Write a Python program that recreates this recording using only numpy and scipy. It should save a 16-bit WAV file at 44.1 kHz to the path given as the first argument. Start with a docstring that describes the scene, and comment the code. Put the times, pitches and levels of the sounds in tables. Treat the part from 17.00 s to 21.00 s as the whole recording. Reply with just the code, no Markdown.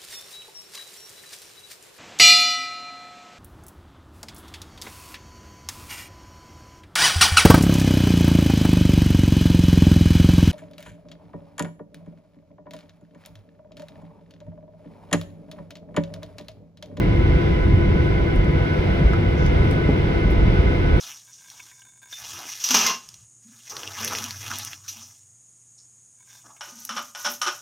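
"""A deep rumble of wheels and engines through the fuselage, and the rush of the vents: a taxiing airliner,
heard in stereo from a window seat. Engine shafts, fans and a pump hum and whine over it, each reaching
the two ears differently. Joints in the apron thump through the floor, the cabin trim knocks, and small
things tick close to the microphone. Later come a brief swish and the soft thud of a hollow fitting."""
import sys
import numpy as np
from scipy.fft import rfft, irfft, next_fast_len
from scipy.io import wavfile
from scipy.ndimage import map_coordinates

SR = 44100
rng = np.random.default_rng(int(sys.argv[2]) if len(sys.argv) > 2 else 0)


def unload_wav(signal):
    """Save mono or channel-first audio to the path in sys.argv[1] as 16-bit WAV at rate SR, clipped to [-1, 1]."""
    wavfile.write(
        sys.argv[1],
        SR,
        np.round(np.clip(np.atleast_2d(signal).T, -1, 1) * 32767).astype(np.int16),
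    )


N = 176400
TOP_HZ = 15780  # the recorder's band limit
TICK_RISE_S = .0007
WANDER_PER_S = 5  # pace of the pitch drift in the machines and whines


def amp(db):
    """Decibels to gain."""
    return 10 ** (np.asarray(db) / 20)


def unit(x):
    """Scaled to rms 1."""
    return x / np.sqrt(np.mean(x ** 2) + 1e-20)


def along(points, hz):
    """(Hz, value) points read on a log axis."""
    freqs, values = np.transpose(points)
    return np.interp(np.log(hz + 1), np.log(freqs + 1), values)


def clock():
    """The time of every sample, in seconds."""
    return np.arange(N) / SR


def sides(difference):
    """Half of a difference added on the left, half taken from the right."""
    return np.array([[.5], [-.5]]) * difference


def wobble(knots_per_s):
    """A smooth random curve."""
    return map_coordinates(rng.standard_normal(4096), [clock() * knots_per_s], mode="wrap")


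def filtered(x, response):
    """x through a filter given as gain against frequency."""
    size = next_fast_len(N + SR // 2)
    return irfft(rfft(x, size) * response(np.fft.rfftfreq(size, 1 / SR)), size)[..., :N]


def noise(response):
    """Two unrelated coloured noises, together of rms 1."""
    return unit(filtered(rng.standard_normal((2, N)), response))


def band(hz, centre_hz, width_hz):
    """Gain of a resonance."""
    return 1 / (1 + ((hz - centre_hz) / width_hz) ** 2 * 2)


def rush(spectrum, likeness, pan, lead):
    """Stereo noise of rms 1 with a given likeness, balance and phase between the ears."""
    def mid_and_side(hz):
        angle = np.arccos(np.clip(along(likeness, hz), -1, 1)) / 2
        return amp(along(spectrum, hz)) * [np.cos(angle), np.sin(angle)]

    mid, side = noise(mid_and_side)
    ears = lambda hz: amp(sides(along(pan, hz))) * np.exp(1j * sides(along(lead, hz)))
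    return unit(filtered(np.array([mid + side, mid - side]), ears))


def burst(start_s, rise_s, t60_s):
    """Envelope of a small contact: quick rise, exponential fall."""
    t = np.maximum(clock() - start_s, 0)
    return (1 - np.exp(-t / rise_s)) * amp(-60 * t / t60_s)


def ring(modes, start_s):
    """The fading modes of a struck part, each at a chance phase."""
    out = np.zeros(N)
    for hz, db, t60_s in modes:
        mode = np.sin(2 * np.pi * (hz * clock() + rng.random()))
        out += amp(db) * burst(start_s, rise_s=.002, t60_s=t60_s) * mode
    return out


def rumble():
    """Wheels and engines shake the fuselage, nearly alike in both ears; deep bass follows the ground."""
    # rumble through the fuselage: frequency_hz, relative_db
    spectrum = [(12, -37), (23, -10.5), (31, -11), (50, -1), (64, -3), (100, -5.5), (132, -10.5),
                (165, -10.5), (195, -11), (220, -19), (295, -15), (370, -18), (600, -54), (1500, -91.5)]
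    # how alike the two ears are: frequency_hz, correlation
    likeness = [(30, 1), (200, .97), (400, 0.72)]
    # balance at the seat: frequency_hz, left_minus_right_db
    pan = [(25, -3), (70, -0.5), (200, .5)]
    # phase between the ears: frequency_hz, left_lead_rad
    lead = [(30, 0.36), (100, 0.37), (200, .12)]
    # deepest bass over rougher and smoother ground: time_s, gain_db
    ground = [(0, -1.5), (.3, 3.5), (.9, -1.5), (1.8, -2.5), (2.6, 1), (2.9, -6.5), (3.4, 6), (3.75, -1),
              (4, 11.5)]
    level_db, deep_hz = -17.5, 87
    shake = amp(level_db + wobble(7)) * rush(spectrum, likeness, pan, lead)
    deep = filtered(shake, lambda hz: np.exp(-(hz / deep_hz) ** 4))
    return shake - deep + deep * amp(np.interp(clock(), *np.transpose(ground)))


def air():
    """The ventilation rushes through the cabin, and one vent sings in a broad resonance."""
    # rush of the cabin air: frequency_hz, relative_db
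    spectrum = [(100, -32.5), (280, -9), (380, 0), (460, -2), (540, -6.5), (690, -9), (850, -11.5),
                (1120, -16), (1330, -11), (1600, -15), (1850, -18), (2300, -16.5), (2580, -19), (2850, -20),
                (3200, -23.5), (3500, -23.5), (4300, -32.5), (5200, -35.5), (6200, -41), (7100, -53),
                (7900, -51), (8500, -45), (10000, -52), (15500, -53.5)]
    # how alike the two ears are: frequency_hz, correlation
    likeness = [(350, .4), (700, 0.4), (1250, 0.57), (1700, 0.7), (2900, 0.41), (4000, 0.36), (7000, .05)]
    # balance at the seat: frequency_hz, left_minus_right_db
    pan = [(350, 0.5), (620, 4), (800, -3.5), (1200, -0.5), (2300, 0), (2800, -2), (4000, -6), (5200, -10),
           (6200, -5.5), (7200, 2)]
    # phase between the ears: frequency_hz, left_lead_rad
    lead = [(350, 0.76), (800, 1.86), (1200, 2.81), (2100, 1.88), (2900, 2.8), (3800, 1.43), (7000, 1.3)]
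    flow_db, swell_db = -28, 1.03
    vent_db, vent_pan_db, vent_lead_rad = -39.5, 2.5, 1
    flow = amp(flow_db + swell_db * wobble(4.23)) * rush(spectrum, likeness, pan, lead)
    resonance = lambda hz: band(hz, centre_hz=2086, width_hz=162) * np.exp(1j * sides(vent_lead_rad))
    vent = unit(filtered(rng.standard_normal(N), resonance))
    return flow + amp(vent_db + sides(vent_pan_db)) * vent


def machines():
    """Each shaft or fan gives a tone that wanders a little and flutters in the turbulent air."""
    # rotating machines: pitch_hz, level_db, left_minus_right_db, left_lead_rad, wander_hz, roughness
    tones = [ (147.65, -30, -1, 0.33, .8, .2), (501, -35.5, 0, 1.9, 1.2, .3), (677, -48.5, 6, 0, .1, .1),
             (1498.4, -39.3, -4, 2.3, .7, .35), (1504, -42, -3, 2.3, 5, .7),
             (1692, -55, -7.5, 5, 1.536, .3), (2970.5, -56, -1, 3.1, 1.6, .2),
             (3004, -53.5, -6, -2.4, 5, .5), ]
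    flutter_per_s = 22
    out = np.zeros((2, N))
    for hz, db, pan_db, lead_rad, wander_hz, roughness in tones:
        phase = 2 * np.pi * np.cumsum(hz + wander_hz * wobble(WANDER_PER_S)) / SR
        flutter = (wobble(flutter_per_s) + 1j * wobble(flutter_per_s)) / np.sqrt(2)
        steady = np.sqrt(1 - roughness ** 2)
        tone = (steady + roughness * flutter) * np.exp(1j * (phase + sides(lead_rad)))
        out += amp(db + sides(pan_db)) * unit(tone.real)
    return out


def whines():
    """Two whines close in pitch beat, sag and recover together; their balance shifts along the way."""
    # the pair of whines: pitch_hz, early_level_db, late_level_db
    pair = [(992.5, -52.5, -50.5), (1003.3, -43.2, -46)]
    # their common speed: time_s, share_of_usual_speed
    speed_curve = [(1.4, 1), (2.4, .9965), (3.55, .998), (4, 1.001)]
    shift_start_s, shift_end_s = 1.2, 1.7
    lead_rad, wander_hz = 1.1, 1.3
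    t = clock()
    speed = np.interp(t, *np.transpose(speed_curve))
    out = np.zeros((2, N))
    for hz, early_db, late_db in pair:
        phase = 2 * np.pi * np.cumsum(hz * speed + wander_hz * wobble(WANDER_PER_S)) / SR
        db = np.interp(t, [shift_start_s, shift_end_s], [early_db, late_db])
        out += amp(db) * unit(np.cos(phase + sides(lead_rad)))
    return out


def pump():
    """A pump hums cleanly on the left and grows fainter as the plane rolls on."""
    # the receding hum: time_s, level_db
    fade = [(0, -30.5), (1.3, -31), (1.6, -35), (4, -34.5)]
    pitch_hz, pan_db, lead_rad = 338.6, 9, -1.63
    t = clock()
    gain = amp(np.interp(t, *np.transpose(fade)) + sides(pan_db))
    return gain * unit(np.sin(2 * np.pi * pitch_hz * t + sides(lead_rad)))


def thumps():
    """A wheel crosses a joint in the apron: the floor swings up over a few cycles and settles."""
    # swings of the floor: start_s, peak_db, pitch_hz, rise_s, fall_s
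    swings = [(.335, -13, 76, 0.026, .012), (0.727, -4.5, 91.4, 0.018, 0.02),
              (1.35, -13.5, 41, 0.042, 0.043), (1.996, -11, 153.4, 0.022, 0.012),
              (2.035, -5.5, 54, 0.02, 0.027)]
    out = np.zeros(N)
    for start_s, db, hz, rise_s, fall_s in swings:
        t = np.maximum(clock() - start_s, 0)
        envelope = np.minimum(t / rise_s, 1) * np.exp(-np.maximum(t - rise_s, 0) / fall_s)
        out += amp(db) * envelope * np.sin(2 * np.pi * hz * t)
    return out


def ticks():
    """Faint grainy ticks near the microphone, some duller and some brighter, over a slight crackle."""
    # small ticks close by: start_s, level_db, left_minus_right_db, t60_s, tilt_db_per_octave
    contacts = [(.735, -59, 0, .14, 36), (1.355, -47, 3, .06, 0), (1.4455, -45, 3.5, .018, -2),
                (2.462, -41, -3.5, .014, 2), (2.646, -51.5, 2.5, .04, 3), (2.709, -44.5, 3, .09, -3),
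                (3.305, -48.5, 0, .12, 3), (3.967, -51.5, 2.5, .06, 6)]
    # colour of the ticks and crackle: frequency_hz, relative_db
    spectrum = [(20, -70), (1500, -20), (5000, 5), (7400, -2), (8600, 2), (15700, -3)]
    crackle_db, swing_db, grain_db = -75, 5, 4
    out = amp(crackle_db + swing_db * wobble(20)) * noise(lambda hz: amp(along(spectrum, hz)))
    for start_s, db, pan_db, t60_s, tilt_db in contacts:
        colour = lambda hz: amp(along(spectrum, hz) + tilt_db * np.log2(1 + hz)) * (hz < TOP_HZ)
        out += amp(db + sides(pan_db)) * burst(start_s, TICK_RISE_S, t60_s) * noise(colour)
    grain = unit(amp(grain_db * wobble(900)))
    return out * grain


def trim():
    """Plastic panels knock as the cabin flexes: a dull crack and a short ring."""
    # knocks in the trim: start_s, level_db
    knocks = [(1.646, -38), (2.1322, -26.3)]
    # the crack of a panel: frequency_hz, relative_db
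    spectrum = [(300, -10), (750, 0), (1400, 1), (2500, -10), (4200, -13), (7500, -27), (15000, -40)]
    # the ring of a panel: pitch_hz, relative_db, t60_s
    modes = [(1310, 4, .07), (1400, 2, .045), (1650, -2, .03)]
    crack = noise(lambda hz: amp(along(spectrum, hz)))
    out = np.zeros((2, N))
    for start_s, db in knocks:
        out += amp(db) * (burst(start_s, rise_s=.001, t60_s=.035) * crack + ring(modes, start_s))
    return out


def swish():
    """A short soft rub in the treble, as of cloth, with a snap near its end."""
    start_s, length_s, edge_s = 2.35, .16, .034
    rub_db, snap_db = -52, -36
    t = clock() - start_s
    rub = amp(rub_db) * np.clip(np.minimum(t, length_s - t) / edge_s, 0, 1)
    snap = amp(snap_db) * burst(start_s=2.462, rise_s=TICK_RISE_S, t60_s=.016)
    return (rub + snap) * noise(lambda hz: band(hz, centre_hz=5540, width_hz=2100) ** 2)


def thud():
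    """Something soft bumps a hollow cabin fitting, which rings briefly."""
    # the soft contact: frequency_hz, relative_db
    spectrum = [(100, -19), (180, 0), (380, 1), (650, -14), (900, -19), (3000, -69)]
    # the hollow ring: pitch_hz, level_db, t60_s
    modes = [(174, -16, .2), (268, -13.5, .2), (410, -19.5, .12), (820, -32, .16)]
    start_s, contact_db = 2.885, -14
    contact = unit(filtered(rng.standard_normal(N), lambda hz: amp(along(spectrum, hz))))
    return amp(contact_db) * burst(start_s, rise_s=.005, t60_s=.13) * contact + ring(modes, start_s)


def scene():
    """The cabin from the window seat: a steady drone with small events on top."""
    drone = rumble() + air() + machines() + whines() + pump()
    return drone + thumps() + thud() + trim() + ticks() + swish()


def record(dry):
    """The recorder keeps nothing above its band limit."""
    return filtered(dry, lambda hz: hz < TOP_HZ)


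dry = scene()
out = record(dry)
unload_wav(out)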